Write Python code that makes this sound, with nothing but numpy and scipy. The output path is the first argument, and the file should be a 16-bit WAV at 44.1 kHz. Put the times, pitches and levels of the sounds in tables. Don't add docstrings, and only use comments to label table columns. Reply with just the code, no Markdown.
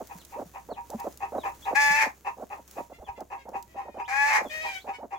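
import sys
import numpy as np
from scipy import signal
from scipy.fft import rfft, irfft, next_fast_len
from scipy.io import wavfile
from scipy.ndimage import uniform_filter1d

SR = 44100
rng = np.random.default_rng(int(sys.argv[2]) if len(sys.argv) > 2 else 0)


def file_out(sig):
    cols = np.atleast_2d(sig).T
    lim = np.clip(cols, -1, 1)
    pcm = np.round(lim * 32767).astype(np.int16)
    wavfile.write(sys.argv[1], SR, pcm)


N = 228834

# top of arch t/s, length/s, top f/Hz, level/dB
CLUCKS = [(.003, 0.059, 756.4, -37), (0.387, 0.051, 625.6, -35), (0.413, 0.046, 799, -37),
          (0.711, .044, 722.3, -34), (0.929, 0.059, 920, -37), (1.065, 0.041, 688.6, -30.5),
          (1.347, 0.05, 782.5, -31), (1.381, .027, 796, -28), (1.726, 0.033, 785, -28.5),
          (2.057, .05, 782.4, -35.5), (2.382, 0.025, 828, -44.5), (2.421, 0.047, 772, -36.5),
          (2.588, 0.041, 882, -48.5), (2.781, 0.028, 724, -34), (2.8, 0.035, 747.5, -36),
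          (2.917, 0.035, 752, -43.5), (3.017, 0.061, 792, -46), (3.205, 0.052, 874, -37.5),
          (3.481, .052, 957, -41), (3.541, 0.044, 831, -41), (3.755, 0.02, 723, -42.5),
          (3.879, 0.051, 964, -40.5), (3.967, 0.045, 818, -39), (4.407, .048, 875, -36.5),
          (4.443, 0.072, 884, -37), (4.871, 0.053, 878, -40), (5.025, 0.077, 949, -39.5)]
# f/Hz, gain/dB
CLUCK_THROAT = [(100, -26), (230, 2), (400, -0.5), (540, 3), (750, 1), (950, -5), (1150, -12.5),
                (1450, -21.5), (1900, -31), (4000, -75.5)]


def clucks(start_hz=409.7, end_hz=184, rise_share=.51, tail_s=.012, tail_db=-30):
    out = np.zeros(N)
    for top, length, top_hz, level_db in CLUCKS:
        start = top - rise_share * length
        end = start + length
        t = span(max(start, 0), end + tail_s)
        rise = np.clip((t - start) / (top - start), 0, 1)
        fall = np.clip((t - top) / (end - top), 0, 1)
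        hz = start_hz + (top_hz - start_hz) * np.sin(rise * np.pi / 2) ** 1.554
        hz += (end_hz - top_hz) * (1 - np.exp(-(fall / .41) ** 2))
        puffs = syrinx(hz, jitter=.027 + .063 * fall, shimmer_db=1.8, air=.06)
        tone = evened(colour(puffs, CLUCK_THROAT), samples=260)
        shape_db = np.interp(fall, [0, .21, .85, 1], [-5, 3.5, -3, -14])
        shape_db += tail_db * np.maximum(t - end, 0) / tail_s
        add(out, t[0], tone * from_db(level_db + shape_db) * faded(t, fade_s=.005))
    return out


# loudest t/s, level/dB, swell/s
BUKS = [(0.121, -41.5, 0.0175), (0.346, -41, 0.0194), (.568, -40.5, 0.0178), (0.787, -39, 0.0172),
        (1.011, -38, 0.0215), (1.235, -31.5, 0.0228), (1.464, -30, 0.022), (1.684, -29, 0.021),
        (2.278, -29.5, 0.0156), (2.531, -37, 0.0198), (2.787, -38.5, 0.0152), (3.093, -37, 0.011),
        (3.333, -37, 0.0203), (3.562, -33, 0.0155), (3.793, -35.5, 0.0298), (4.007, -33, 0.0152),
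        (4.662, -34, 0.023), (4.899, -34, 0.0187), (5.138, -35, 0.0188)]
# f/Hz, gain/dB
BUK_THROAT = [(200, -25.5), (420, 3), (680, -7), (800, 1), (980, 2.5), (1250, -6.5), (1480, -14),
              (1800, -4.5), (2550, -19.5), (3100, -32.5), (4500, -30.5), (6800, -24.5), (9000, -41.5),
              (16000, -39)]
# f/Hz, width/Hz, gain/dB
BOX_MODES = [(806.5, 65, 11.5), (835.5, 33, 0), (1005, 136, 1), (946, 15, 20), (1233, 60, 8),
             (2612, 197, 18.5)]


def buks(lead_s=.031):
    out = np.zeros(N)
    for peak_s, level_db, swell_s in BUKS:
        t = span(peak_s - lead_s, peak_s + .19)
        push = np.exp(-np.abs((t - peak_s + .0043) / swell_s) ** 1.06)
        puffs = syrinx(hz=750 + 60 * push, jitter=.19, shimmer_db=2.5, air=1.0)
        voice = colour(push * puffs, BUK_THROAT)
        voice += sum(from_db(db) * resonate(voice, hz, width) for hz, width, db in BOX_MODES)
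        peak_rms = np.sqrt(uniform_filter1d(voice ** 2, size=900).max())
        add(out, t[0], from_db(level_db) * voice / peak_rms)
    return out


# t/s, length/s, effort build-up/s, strain onset/s, f/Hz, level/dB, swell/(dB/s), brightness/dB
SQUAWKS = [(1.746, 0.29, .011, .18, 863.8, -27.5, -7, 2.5), (4.076, 0.3, .062, .15, 856.5, -32, 16.5, -1)]
# f/Hz, gain/dB
SQUAWK_THROAT = [(200, -45.5), (570, -17), (860, 0.5), (1150, -6.5), (1430, -9.5), (1720, 0.5), (2030, -1),
                 (2330, 0), (2610, -7.5), (2900, -22), (3450, -25.5), (4750, -22), (6800, -20.5),
                 (8300, -31.5), (16000, -35)]


def squawks(strain_s=.13, release_s=.0668, slack_db=-8.5, release_db=-24, closing_db=-25.5, rasp_db=2.5):
    out = np.zeros(N)
    lowpass = signal.butter(4, 1350, fs=SR, output="sos")
    highpass = signal.butter(4, 3400, "high", fs=SR, output="sos")
    for start, length, build_s, clear_s, held_hz, held_db, swell_db_per_s, open_db in SQUAWKS:
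        t = span(0, length + release_s)
        slack = np.exp(-t / build_s)
        strain = np.clip((t - clear_s) / strain_s, 0, 1)
        release = np.clip((t - length) / release_s, 0, 1)
        hz = held_hz * (1 - .125 * slack + .025 * np.sin(np.pi * strain) ** 2 - .072 * release)
        hz *= 1 + .0055 * waver(len(t), per_s=61.7)
        rough = .87 * slack ** 1.55 + .99 * strain ** 1.32
        puffs = syrinx(hz, jitter=.015 + .12 * rough, shimmer_db=4 * rough, air=.02 + .5 * rough,
                       weak=.35, strong_every=3)
        voice = colour(puffs, SQUAWK_THROAT)
        chest = signal.sosfiltfilt(lowpass, voice)
        beak = evened(voice - chest, samples=700)
        treble_flutter = from_db(3.3 * waver(len(t), per_s=120)) - 1
        beak += treble_flutter * signal.sosfiltfilt(highpass, beak)
        voice = evened(chest, samples=700) + from_db(open_db + closing_db * release) * beak
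        level_db = held_db + swell_db_per_s * t + slack_db * slack + release_db * release
        spurts_db = rasp_db * rough * waver(len(t), per_s=140)
        add(out, start, from_db(level_db + spurts_db) * voice * faded(t, fade_s=.0064))
    return out


# t/s, length/s, first f/Hz, last f/Hz, level/dB
WHINES = [(2.916, 0.063, 685, 685, -57.5), (3.144, 0.057, 692, 675, -57.5), (3.365, 0.078, 556, 528, -57.5),
          (3.67, 0.33, 655.5, 600, -65.5), (4.488, 0.203, 613.5, 637.7, -40.5),
          (4.653, 0.14, 805.3, 742.4, -42), (4.92, 0.062, 756, 735, -50)]
# f/Hz, gain/dB
WHINE_THROAT = [(300, -13), (640, 4), (1250, -9.5), (1900, 6.5), (2400, 5.5), (3150, -3.5), (4000, -9.5),
                (6800, -13), (9000, -22.5), (16000, -32)]


def whines():
    out = np.zeros(N)
    for start, length, first_hz, last_hz, level_db in WHINES:
        t = span(0, length)
        hz = np.linspace(first_hz, last_hz, len(t)) * (1 + .0072 * waver(len(t), per_s=73.4))
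        puffs = syrinx(hz, jitter=.01, shimmer_db=1.3, air=.22, weak=.82, strong_every=2)
        voice = evened(colour(puffs, WHINE_THROAT), samples=500)
        gain = from_db(level_db + 1.2 * waver(len(t), per_s=50))
        add(out, start, gain * voice * faded(t, fade_s=.028))
    return out


def syrinx(hz, jitter, shimmer_db, air, weak=1, strong_every=1):
    cycles, samples = np.cumsum(hz) / SR, np.arange(len(hz))
    puff = np.arange(int(cycles[-1]) + 1)
    chance = rng.standard_normal((1000, 2))[:len(puff)]
    jitter, shimmer_db = (np.interp(puff, cycles, v + 0 * hz) for v in (jitter, shimmer_db))
    position = np.interp(puff + jitter * chance[:, 0], cycles, samples)
    strength = np.where(puff % strong_every, weak, 1) * from_db(shimmer_db * chance[:, 1])
    whole, part = position.astype(int), position % 1
    pulses = np.bincount(whole, strength * (1 - part), len(hz) + 1)[:-1]
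    pulses += np.bincount(whole + 1, strength * part, len(hz) + 1)[:-1]
    hiss = rng.standard_normal(SR)[:len(hz)] * (1 + np.cos(2 * np.pi * cycles))
    return rms_one(pulses - uniform_filter1d(pulses, 256)) + air * hiss


# t/s, length/s, first f/Hz, last f/Hz, level/dB
PEEPS = [(0.188, 0.044, 4360, 2270, -58), (0.699, 0.06, 4460, 2420, -57.5),
         (1.375, 0.077, 3950, 2600, -54.5), (1.618, 0.039, 3680, 4310, -49),
         (3.042, 0.042, 3490, 2620, -59), (4.009, 0.063, 2680, 4220, -52), (4.449, 0.069, 3750, 4000, -54),
         (4.759, 0.075, 3520, 4800, -54.5), (5.151, 0.045, 3430, 3100, -59.5)]


def chick(octave_db=-16, scoop_hz=490):
    out = np.zeros(N)
    for start, length, first_hz, last_hz, level_db in PEEPS:
        progress = np.linspace(0, 1, int(length * SR))
        hz = first_hz + (last_hz - first_hz) * progress ** 2
        if last_hz > first_hz:
            hz -= scoop_hz * np.sin(np.pi * progress)
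        phase = 2 * np.pi * np.cumsum(hz) / SR
        whistle = np.sin(phase) + from_db(octave_db) * np.sin(2 * phase)
        add(out, start, from_db(level_db) * signal.windows.tukey(len(hz), .4) * whistle)
    return out


# t/s, relative level/dB
SNAPS = [(0.072, -43), (.178, -47), (0.25, -40), (.323, -55), (.903, -37.5), (1.0, -41), (1.125, -48.5),
         (1.174, -41.5), (1.443, -45), (1.545, -55), (2.678, -46), (2.711, -41.5), (3.206, -41.5),
         (3.491, -51), (3.626, -41.5)]
# f/Hz, gain/dB
SNAP_COLOUR = [(500, -25), (2000, -3.5), (5500, 11), (9000, 7), (16000, 8.5)]


def straw_snaps(snap_s=.001, splinter_s=.011, splinter_db=-13, trim_db=-10):
    out, t = np.zeros((2, N)), span(0, .0095)
    for start, level_db in SNAPS:
        burst = rng.standard_normal(len(t)) + rng.standard_normal((2, len(t)))
        splinters = from_db(splinter_db + 7.1 * waver(len(t), per_s=720))
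        envelope = np.exp(-t / snap_s) + splinters * np.exp(-t / splinter_s)
        for side, noise in zip(out, burst):
            add(side, start, from_db(level_db + trim_db) * noise * envelope)
    return colour(out, SNAP_COLOUR)


# centre t/s, swell/s, level/dB
STIRS = [(.17, 0.58, -55), (1.03, .2, -54), (1.55, 0.33, -54.5), (1.92, 0.17, -47.5), (2.45, 0.85, -62),
         (2.762, 0.098, -52.5), (3.63, 0.13, -62.5), (4.6, 0.24, -52)]
# f/Hz, gain/dB
RUSTLE_COLOUR = [(300, 3), (1000, 0.5), (3000, -7), (5000, -7.5), (6800, -0.5), (8500, -9.5), (16000, -5)]


def straw_rustle(grains_per_s=900, crackle_db=-3, resting_db=-67.5, flutter_db=1.4):
    t = np.arange(N) / SR
    grains = (rng.random((3, N)) < grains_per_s / SR) * rng.standard_normal((3, N))
    grains *= from_db(4 * np.minimum(rng.exponential(1, (3, N)), 4))
    fibres = rng.standard_normal((3, N)) + from_db(crackle_db) * rms_one(grains)
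    rustle = rms_one(colour(fibres[0] + fibres[1:], RUSTLE_COLOUR))
    stirs = [from_db(db) * np.exp(-((t - centre) / swell) ** 2) for centre, swell, db in STIRS]
    envelope = np.sqrt(from_db(resting_db) ** 2 + sum(stir ** 2 for stir in stirs))
    return envelope * from_db(flutter_db * waver(N, per_s=45)) * rustle


# t/s, f/Hz, level/dB
BUMPS = [(0.154, 178, -36.5), (0.456, 177, -40.5), (0.948, 222, -25), (0.957, 240, -35.5),
         (1.905, 177, -34), (2.998, 61, -39), (3.091, 70.3, -40)]


def bumps(attack_s=.0016, decay_s=.012):
    out, t = np.zeros(N), span(0, .12)
    envelope = np.exp(-t / decay_s) * (1 - np.exp(-t / attack_s))
    for start, hz, level_db in BUMPS:
        add(out, start, from_db(level_db) * np.sin(2 * np.pi * hz * t) * envelope)
    return out


def coop(x, t60_s=.15, gap_s=.003):
    t = np.arange(SR // 2) / SR
    echoes = rng.standard_normal((2, len(t))) * from_db(-60 * t / t60_s) * (t > gap_s)
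    echoes /= np.sqrt(np.sum(echoes ** 2, axis=1, keepdims=True))
    return signal.fftconvolve(x[None], echoes, axes=1)[:, :N]


# f/Hz, gain/dB
HISS_COLOUR = [(25, -18), (65, -18), (100, -9.5), (200, -16), (400, -16), (850, -32.5), (1500, -38),
               (4000, -44.5)]
# t/s, level/dB
BACKGROUND_LEVEL = [(0, -63.5), (1.5, -59), (2.3, -64.5), (4.2, -62.5), (5.19, -66.5)]


def background(hum_hz=65.4, hum_over_hiss_db=3.5):
    noise = rng.standard_normal((3, N))
    hiss = rms_one(colour(noise[0] + .38 * noise[1:], HISS_COLOUR))
    hz = hum_hz + 3.05 * waver(N, per_s=6.7)
    hum = np.sin(2 * np.pi * np.cumsum(hz) / SR)
    level_db = np.interp(np.arange(N) / SR, *np.transpose(BACKGROUND_LEVEL))
    return from_db(level_db + [[-1], [1]]) * (hiss + from_db(hum_over_hiss_db) * hum)


def from_db(db):
    return 10 ** (np.asarray(db) / 20)


def rms_one(x):
    return x / np.sqrt(np.mean(x ** 2) + 1e-20)


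def span(start_s, end_s):
    return np.arange(int(start_s * SR), int(end_s * SR)) / SR


def add(track, start_s, sound):
    i = max(int(start_s * SR), 0)
    track[i:i + len(sound)] += sound[:max(N - i, 0)]


def waver(samples, per_s):
    knots = rng.standard_normal(600)
    return np.interp(np.arange(samples) * per_s / SR, np.arange(len(knots)), knots)


def faded(t, fade_s):
    return np.sin(np.pi / 2 * np.clip(np.minimum(t, t[-1] - t) / fade_s, 0, 1)) ** 2


def evened(x, samples):
    return x / np.sqrt(np.abs(uniform_filter1d(x * x, samples)) + 1e-4 * np.mean(x * x))


def at_hz(points, hz):
    f, value = np.transpose(points)
    return np.interp(np.log(hz + 1), np.log(f), value)


def colour(x, spectrum):
    size = 2 * next_fast_len(x.shape[-1] // 2 + 2048)
    gain = from_db(at_hz(spectrum, np.fft.rfftfreq(size, 1 / SR)))
    cepstrum = irfft(np.log(gain))
    cepstrum[1:size // 2] *= 2
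    cepstrum[size // 2 + 1:] = 0
    return irfft(rfft(x, size) * np.exp(rfft(cepstrum)))[..., :x.shape[-1]]


def resonate(x, hz, width_hz):
    r = np.exp(-np.pi * width_hz / SR)
    feedback = [1, -2 * r * np.cos(2 * np.pi * hz / SR), r * r]
    return signal.lfilter(np.array([1, 0, -1]) * (1 - r * r) / 2, feedback, x + 1e-18)


def place(x, pan):
    hz, level_db, lead_rad = np.transpose(pan)
    bins_hz = np.fft.rfftfreq(N, 1 / SR)
    level_db, lead_rad = (at_hz(np.c_[hz, v], bins_hz) for v in (level_db, lead_rad))
    left = from_db(level_db / 2) * np.exp(.5j * lead_rad)
    return irfft(rfft(x) * np.array([left, 1 / left]), N)


# f/Hz, left minus right/dB, left lead/rad
CLUCK_PAN = [(100, 2, 0), (400, -4, 0.04), (950, -2, -.7)]
# f/Hz, left minus right/dB, left lead/rad
BEAK_PAN = [(450, -1.5, 0.42), (870, 2, 0.6), (1180, -6, 2.18), (1520, 5, 2.52), (1684, 13, .9),
            (2120, 3.5, -0.76), (2480, 13.5, -2.22), (4400, 0.5, -1)]


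def scene():
    clucking, bukking, cries, peeps = clucks(), buks(), squawks() + whines(), chick()
    direct = place(clucking, CLUCK_PAN) + place(bukking + cries, BEAK_PAN) + peeps + bumps()
    reflected = coop(from_db(-11) * clucking + bukking + from_db(2.5) * cries + from_db(-1.5) * peeps)
    return direct + reflected + straw_snaps() + straw_rustle() + background()


def record(dry, cutoff_hz=16200):
    return signal.sosfilt(signal.ellip(10, .1, 80, cutoff_hz, fs=SR, output="sos"), dry)


dry = scene()
out = record(dry)
file_out(out)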